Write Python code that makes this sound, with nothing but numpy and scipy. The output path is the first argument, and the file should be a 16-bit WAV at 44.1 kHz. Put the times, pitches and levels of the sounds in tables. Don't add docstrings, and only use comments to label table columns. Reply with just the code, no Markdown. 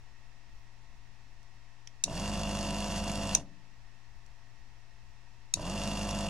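import sys
import numpy as np
from scipy import signal
from scipy.fft import rfft, irfft, next_fast_len
from scipy.io import wavfile
from scipy.ndimage import uniform_filter1d

SR = 44100
rng = np.random.default_rng(int(sys.argv[2]) if len(sys.argv) > 2 else 0)


def level_to_linear(level):
    exponent = np.asarray(level, float) / 20
    return 10 ** exponent


def bounce(signal):
    frames = np.transpose(np.atleast_2d(signal))
    limited = np.clip(frames, -1, 1)
    pcm = np.round(limited * 32767).astype(np.int16)
    wavfile.write(sys.argv[1], SR, pcm)


N = 277389
SIZE = next_fast_len(N)
BINS = np.fft.rfftfreq(SIZE, 1 / SR)


def evened(x):
    return x / np.sqrt(np.mean(x ** 2) + 1e-20)


def read(points, hz):
    f, value = np.transpose(points)
    return np.interp(np.log(hz + 1), np.log(f + 1), value)


def resonate(x, hz, width):
    return signal.lfilter(*signal.iirpeak(hz, hz / width, SR), x)


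def wander(hz):
    pole = np.exp(-2 * np.pi * hz * 256 / SR)
    slow = signal.lfilter([1], [1, -pole], rng.standard_normal(N // 256 + 2))
    return np.interp(np.arange(N) / 256, np.arange(len(slow)), evened(slow))


def coloured(x, gain):
    return irfft(rfft(x, SIZE) * gain, SIZE)[..., :N]


def stereo(x, same, lean):
    scatter = rfft(rng.standard_normal(200) * np.exp(-np.arange(200) / 40), SIZE)
    turn = 0.58 * np.arccos(np.clip(read(same, BINS), 0, 1)) * np.cos(np.angle(scatter))
    half = level_to_linear(read(lean, BINS) / 2) * np.exp(1j * turn)
    return coloured(x, np.array([half, 1 / half]))


# frequency in Hz, likeness from 0 to 1.
PUMP_LIKENESS = [(60, 1), (150, 0.94), (380, 1), (950, 0.95), (2380, 0.72), (5980, 0.1), (15000, 0.99)]
# frequency in Hz, left minus right in dB.
PUMP_BALANCE = [(60, -1), (150, -2), (380, 0.5), (950, -2.5), (2380, -2), (5980, -1), (15000, 10.5)]


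def pump():
    speed, share, coasting = shaft_motion()
    turns = np.cumsum(speed * (1 + .0006 * wander(hz=15))) / SR
    turns = turns + sum(slip * (np.arange(N) > rest * SR) for rest, off, full, slip in RUNS)
    thrum_gain, rumble_gain, air_gain = (effort(layer, share, coasting) for layer in (THRUM, SHUDDER, SUCTION))
    thrum, whirr = shaft_tones(turns)
    body = thrum_gain * thrum + rumble_gain * (level_to_linear(2.5) * whirr + level_to_linear(-1.5) * housing_rumble(turns))
    body = body + bench_drone(thrum_gain * np.maximum(share ** 1.5, coasting)) + jolts()
    knock, clack = valves(turns)
    high = air_gain * (level_to_linear(-4.5) * knock + level_to_linear(-9.0) * clack + nozzle_air(turns))
    high = coloured(high, 1 / (1 + (BINS / 14800) ** 8) * (BINS > 600))
    return stereo(body + high, PUMP_LIKENESS, PUMP_BALANCE)


# shaft at rest until in seconds, power off in seconds, full speed in turns per second,
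# crank slip in turns.
RUNS = [
    (2.0, 3.345, 51.24, .26),
    (5.5, 7.0, 51.18, .12),
]
CONTACT_S, SPIN_UP_S, GRIP_S = .046, .257, .02
COAST_PER_S2, STALL = 306, .3


def shaft_motion():
    t = np.arange(N) / SR
    speed, share, coasting = np.full(N, 14.), np.zeros(N), np.zeros(N)
    for rest, off, full, slip in RUNS:
        climb = np.sin(np.pi / 2 * np.clip((t - rest) / SPIN_UP_S, 0, 1))
        part = climb - np.maximum(t - off, 0) * COAST_PER_S2 / full
        on = (t > rest + CONTACT_S) & (part > np.minimum(STALL, climb / 2))
        bite = np.clip((t - rest - CONTACT_S) / GRIP_S, 0, 1)
        speed = np.where(on, part * full, speed)
        share = np.where(on, part * bite, share)
        coasting = coasting + on * (t > off)
    return uniform_filter1d(speed, size=200), share, coasting


# full-speed level in dB,
# power of speed while driven, power of speed while coasting.
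THRUM = (-38, 1.17, 3)
SHUDDER = (-40, 1, 2.8)
SUCTION = (-45, 1.6, 4.1)


def effort(layer, share, coasting):
    full_db, driven, loose = layer
    return uniform_filter1d(level_to_linear(full_db) * share ** (driven + (loose - driven) * coasting), size=200)


# multiple of the shaft speed, level in dB.
SHAFT = [(1, -0.5), (2, -8.5), (3, -10), (4, 0.5), (5, -17.5), (6, -18), (7, -18), (8, -19.5), (9, -23.5),
         (10, -9), (11, -8.5), (12, -28), (13, -6.5), (14, -9.5), (15, -32.5), (16, -25), (17, -8),
         (18, -19), (19, -11), (20, -16.5), (21, -18.5), (22, -18.5), (23, -18.5), (24, -40), (25, -27),
         (26, -17.5)]
# frequency in Hz, density in dB per Hz.
RUMBLE = [(28, -50.5), (48, -20.5), (80, 0), (130, -5.5), (180, 1.5), (240, -9), (300, -6), (430, -18.5),
          (520, -12), (680, -7), (800, -15), (980, -10.5), (1440, -21.5), (3500, -63.5)]


def shaft_tones(turns):
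    tones = []
    for k, db in SHAFT:
        tones.append(level_to_linear(db + 0.27 * wander(hz=19)) * np.cos(2 * np.pi * (round(k) * turns + rng.random())))
    drive = sum(tone / level_to_linear(read(RUMBLE, k * 53.8)) for (k, db), tone in zip(SHAFT[4:], tones[4:]))
    return evened(sum(tones[:4])), evened(coloured(drive, level_to_linear(read(RUMBLE, BINS))))


def housing_rumble(turns):
    beat = 1 + .5 * np.cos(4 * np.pi * turns)
    return evened(coloured(beat * rng.standard_normal(N), level_to_linear(read(RUMBLE, BINS))))


# frequency in Hz, level in dB, t60 in seconds.
BENCH = [(54.5, -7, 0.34), (97, -4.5, 0.2), (140.4, -6, 0.36), (172.9, -2, 1.3), (187.7, -2.5, 1.2),
         (212.4, -4, .45), (263, -8, 1.1), (282.3, -2, 0.59), (313, -18.5, 0.82)]


def bench_drone(force):
    low = BINS / (BINS + 60) / (1 + (BINS / 330) ** 4)
    shake = force * level_to_linear(-9.5) * coloured(rng.standard_normal(N), low)
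    return sum(level_to_linear(db) * resonate(shake, hz, 2.0 / t60) * np.sqrt(t60 * SR / 7) for hz, db, t60 in BENCH)


# start in seconds, bench peak in dB, housing peak in dB.
JOLTS = [
    (2.059, -62, -43.5),
    (2.0785, -65, -33),
    (2.097, -68, -42),
    (2.109, -62.5, -37),
    (3.369, -51.5, -45),
    (3.392, -54.5, -45),
    (3.41, -52, -53.5),
    (5.571, -64, -37.5),
    (5.593, -63, -34),
]
# frequency in Hz, level in dB, t60 in seconds.
HOUSING = [(606, -6.5, 0.05), (657, -3.5, 0.041), (966, -3, .03), (2790, -9, 0.029)]


def jolts():
    t, out = np.arange(SR) / SR, np.zeros(N + SR)
    for s, *levels_db in JOLTS:
        for db, modes in zip(levels_db, (BENCH, HOUSING)):
            ring = 0
            for hz, mode_db, t60 in modes:
                decay = level_to_linear(mode_db - 60 * t / t60)
                ring = ring + decay * np.sin(2 * np.pi * hz * t) * rng.choice([-1, 1])
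            out[round(s * SR):][:SR] += level_to_linear(db) * ring * np.minimum(t / 0.002, 1)
    return out[:N]


# part of a turn, cup level in dB, snap level in dB.
VALVES = [(0, 0.5, 4.5), (0.221, -10.5, -14.5), (0.579, -3, -26.5), (.78, -9, -5.5)]
# frequency in Hz, width in Hz, level in dB.
CUP = [(2750, 99, -1), (2777, 28, 2.5), (2804, 310, -5), (3393, 69.7, 1)]
# frequency in Hz, width in Hz, level in dB.
SHELL = [(3435, 61, -3), (3800, 330, -3.5), (4400, 200, -2.5), (6000, 810, -4), (6600, 320, -2.5),
         (7360, 930, -4.5), (9890, 118, -6.5)]


def valves(turns):
    cup, snap = np.zeros((2, N))
    for part, cup_db, snap_db in VALVES:
        at = np.flatnonzero(np.diff(np.floor(turns - part)))
        blow = np.clip(rng.standard_normal((len(at), 3)), -2.5, 1.5)
        jitter = np.round(.000055 * SR * blow[:, 2]).astype(int)
        at = np.clip(at + jitter, 0, N - 1)
        cup[at] += level_to_linear(cup_db + 3.3 * blow[:, 0])
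        snap[at] += level_to_linear(snap_db + 3.7 * blow[:, 1])
    slap = rng.standard_normal(N) * signal.oaconvolve(snap, np.exp(-np.arange(300) / 30))[:N]
    knock = sum(level_to_linear(db) * resonate(resonate(cup, hz, w), hz, 610) for hz, w, db in CUP)
    clack = sum(level_to_linear(db) * resonate(resonate(slap, hz, 1.6 * w), hz, 1.6 * w) for hz, w, db in SHELL)
    return evened(knock), evened(clack)


# frequency in Hz, density in dB per Hz.
AIR = [(710, -28.5), (1200, -11.5), (1440, -7), (1800, -2.5), (2140, -9), (2540, -9.5), (2740, -10.5),
       (3110, -6.5), (3430, -8), (4020, -12), (4530, -2), (7480, -10.5), (10200, -15.5), (14100, -33),
       (15500, -69)]


def nozzle_air(turns):
    puff = 1 + 0.31 * np.exp(-(turns % 1) / 0.7)
    air = coloured(puff * level_to_linear(2. * wander(hz=25.06)) * rng.standard_normal(N), level_to_linear(read(AIR, BINS)))
    return evened(air + sum(level_to_linear(db - 4.5) * resonate(air, hz, w) for hz, w, db in SHELL))


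# start in seconds, peak level in dB, left minus right in dB, kind.
SNAPS = [
    (1.43, -65, -17, "tick"),
    (1.8729, -36.5, -2, "creak"),
    (2.038, -12.5, 0.5, "press"),
    (3.348, -8, -0.5, "release"),
    (4.263, -54.5, 3, "tick"),
    (5.538, -12.5, 2.5, "press"),
]
# rise in seconds, length in seconds.
RATTLE = dict(tick=(.0003, .0018), creak=(.0003, .003), press=(0.00071, .0032), release=(0.00211, 0.0056))
# frequency in Hz, level in dB, t60 in seconds.
PRESS = [(685, -21.5, 0.0066), (1990, -24.5, 0.002), (2620, -8.5, 0.012), (3860, 1.5, 0.01),
         (4450, -3.5, 0.048), (5410, -4.5, 0.005), (5900, 5, 0.013), (6700, 6.5, 0.0097),
         (8100, -4.5, 0.0037), (9450, -3, 0.00613), (10680, -13, 0.0054), (12550, -24, 0.0048),
         (14900, -29.5, 0.0017)]
RELEASE = [(1887, -21.5, 0.0076), (2515, -14.5, 0.016), (3670, -9, 0.0081), (4090, -18.5, 0.0071),
           (6060, 2, 0.0048), (6800, -4.5, 0.0073), (8650, -13, 0.0041), (10330, -16.5, 0.0031),
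           (11840, -22.5, 0.0041), (13900, -32.5, .002)]
CREAK = [(2170, -7, 0.0031), (3300, -1.5, .008), (5000, -8, 0.0066), (5700, 3, 0.0053), (6750, -7, 0.0049),
         (8000, -17, 0.0066), (10600, -13, 0.01)]
TICK = [(4600, -4, .004), (6000, 1, 0.0024), (7500, -2, .004), (9250, -3, .004), (11800, -13, .004)]


def trigger():
    t, out = np.arange(3000) / SR, np.zeros((2, N + 3000))
    modes = dict(press=PRESS, release=RELEASE, creak=CREAK, tick=TICK)
    for s, db, lean_db, kind in SNAPS:
        rise, length = RATTLE[kind]
        rattle = (t < length) * np.minimum(t / rise, 1) ** 2 * np.exp(-np.maximum(t - rise, 0) / 0.0019)
        fizz = level_to_linear(-25.5) * np.exp(-t / 0.0085)
        snap = 0
        for hz, mode_db, t60 in modes[kind]:
            shared, left, right = rng.standard_normal((3, len(t)))
            noise = np.clip(3000 / hz, 0, 4) * shared + np.array([left, right])
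            kicks = (rattle + fizz / (1 + (hz / 9000) ** 4)) * noise
            mode = level_to_linear(-60 * t / t60) * np.sin(2 * np.pi * hz * t)
            ring = signal.fftconvolve(kicks, mode[None], axes=1)[:, :len(t)]
            ring = resonate(ring, hz, hz / 5)
            snap = snap + level_to_linear(mode_db) * ring / np.linalg.norm(ring, axis=1, keepdims=True) / np.sqrt(t60)
        snap /= np.sqrt(np.mean(snap[:, :200] ** 2)) * 2.31
        out[:, round(s * SR):][:, :len(t)] += level_to_linear(db + np.array([[.5], [-.5]]) * lean_db) * snap
    return out[:, :N]


def walls(x):
    t = np.arange(SR // 2) / SR
    near, far = rng.standard_normal((2, 2, len(t))) * (t > .004)
    far = signal.sosfilt(signal.butter(2, 700, fs=SR, output="sos"), far[0] + .3 * far)
    near = signal.sosfilt(signal.butter(2, [600, 9000], "band", fs=SR, output="sos"), near)
    tail = near * level_to_linear(-60 * t / 0.12) + far * level_to_linear(-6.5 - 60 * t / 0.55)
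    return signal.fftconvolve(x, tail / np.linalg.norm(tail[0]), axes=1)[:, :N]


# frequency in Hz, density in dB per Hz.
ROOM = [(60, -5.5), (150, -0.5), (250, 1), (450, -7.5), (700, -4), (1150, -3.5), (1500, -7.5), (2200, -6.5),
        (3100, -7.5), (4500, -8), (7000, -13), (9000, -21.5), (12000, -31), (15400, -34.5)]
# frequency in Hz, width in Hz, lift in dB.
DUCT = [(885, 88, 8), (1864, 260, 11), (2620, 180, 8.5), (5630, 690, 5)]
# frequency in Hz, density in dB per Hz.
HEAVE = [(5, -3), (18, 3), (30, -5.5), (48, 0), (70, -14), (100, -13), (160, -26), (300, -58.5)]
# frequency in Hz, level in dB.
TONES = [(120, -65.5), (204.6, -82), (272.8, -92), (362, -86), (409, -92), (545, -91.5), (682, -80.5),
         (750.5, -82.5), (947, -80.5), (1090, -84), (2183, -84.5)]
# frequency in Hz, likeness from 0 to 1.
ROOM_LIKENESS = [(60, 0.41), (150, 0.77), (380, 0.65), (950, 0.68), (2380, 0.48), (5980, 0.078), (15000, 1)]
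# frequency in Hz, left minus right in dB.
ROOM_BALANCE = [(60, -4), (150, 2.5), (380, -2), (950, -2.0), (2380, -1.9), (5980, -1.5), (15000, 6)]
ROOM_DB, HEAVE_DB = -64.5, -60


def room():
    t = np.arange(N) / SR
    lift_db = sum(db / (1 + ((BINS - f) / w * 2) ** 2) for f, w, db in DUCT)
    fan = level_to_linear(read(ROOM, BINS) + lift_db)
    level = level_to_linear(ROOM_DB) * fan / np.sqrt(np.mean(fan ** 2))
    bass = rng.standard_normal((2, N)) + 0.94 * rng.standard_normal(N)
    bumps = level_to_linear(HEAVE_DB + 3.1 * wander(hz=2.1)) * evened(coloured(bass, level_to_linear(read(HEAVE, BINS))))
    a, b = rng.standard_normal((2, N))
    same = np.clip(read(ROOM_LIKENESS, BINS), 0, 1)
    lean = level_to_linear(read(ROOM_BALANCE, BINS) / 2)
    right = coloured(a, level * same / lean) + coloured(b, level * np.sqrt(1 - same ** 2) / lean)
    noise = np.array([coloured(a, level * lean), right])
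    tones = 0
    for f, db in TONES:
        sine = np.sqrt(2) * np.sin(2 * np.pi * (f * t + rng.random()))
        tones = tones + level_to_linear(db + 1.2 * wander(hz=3.3)) * sine
    return noise + bumps + tones * level_to_linear([[-.7], [.7]])


def scene():
    gun = pump() + trigger()
    high = signal.sosfilt(signal.butter(2, 330, "high", fs=SR, output="sos"), gun)
    return gun + level_to_linear(-18.5) * walls(high) + room()


def low_pass(x):
    return signal.sosfilt(signal.butter(12, 16510, fs=SR, output="sos"), x)


OFFSET = [
    [-.005],
    [-.0007],
]
EDGE_HZ, DROPOUT_HZ = 15750, 14500


def record(dry):
    edged = coloured(dry, level_to_linear(-30 * np.clip((BINS - EDGE_HZ) / 150, 0, 1)))
    bass = coloured(dry[0], (BINS > 40) & (BINS < 1000))
    bass_db = 10 * np.log10(uniform_filter1d(bass ** 2, size=2000) + 1e-12)
    top = coloured(edged, np.clip((BINS - DROPOUT_HZ) / 300, 0, 1))
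    faint = uniform_filter1d(top[0] ** 2, size=300) < level_to_linear(-150)
    starved = (bass_db > -47) & faint & (wander(hz=8) < 1.4)
    edged = edged - top * uniform_filter1d(starved * 1., size=400)
    held = coloured(np.clip(edged, -.3, .3), level_to_linear(-60 * np.clip((BINS - EDGE_HZ - 200) / 900, 0, 1)))
    return low_pass(held + np.array(OFFSET))


dry = scene()
out = record(dry)
bounce(out)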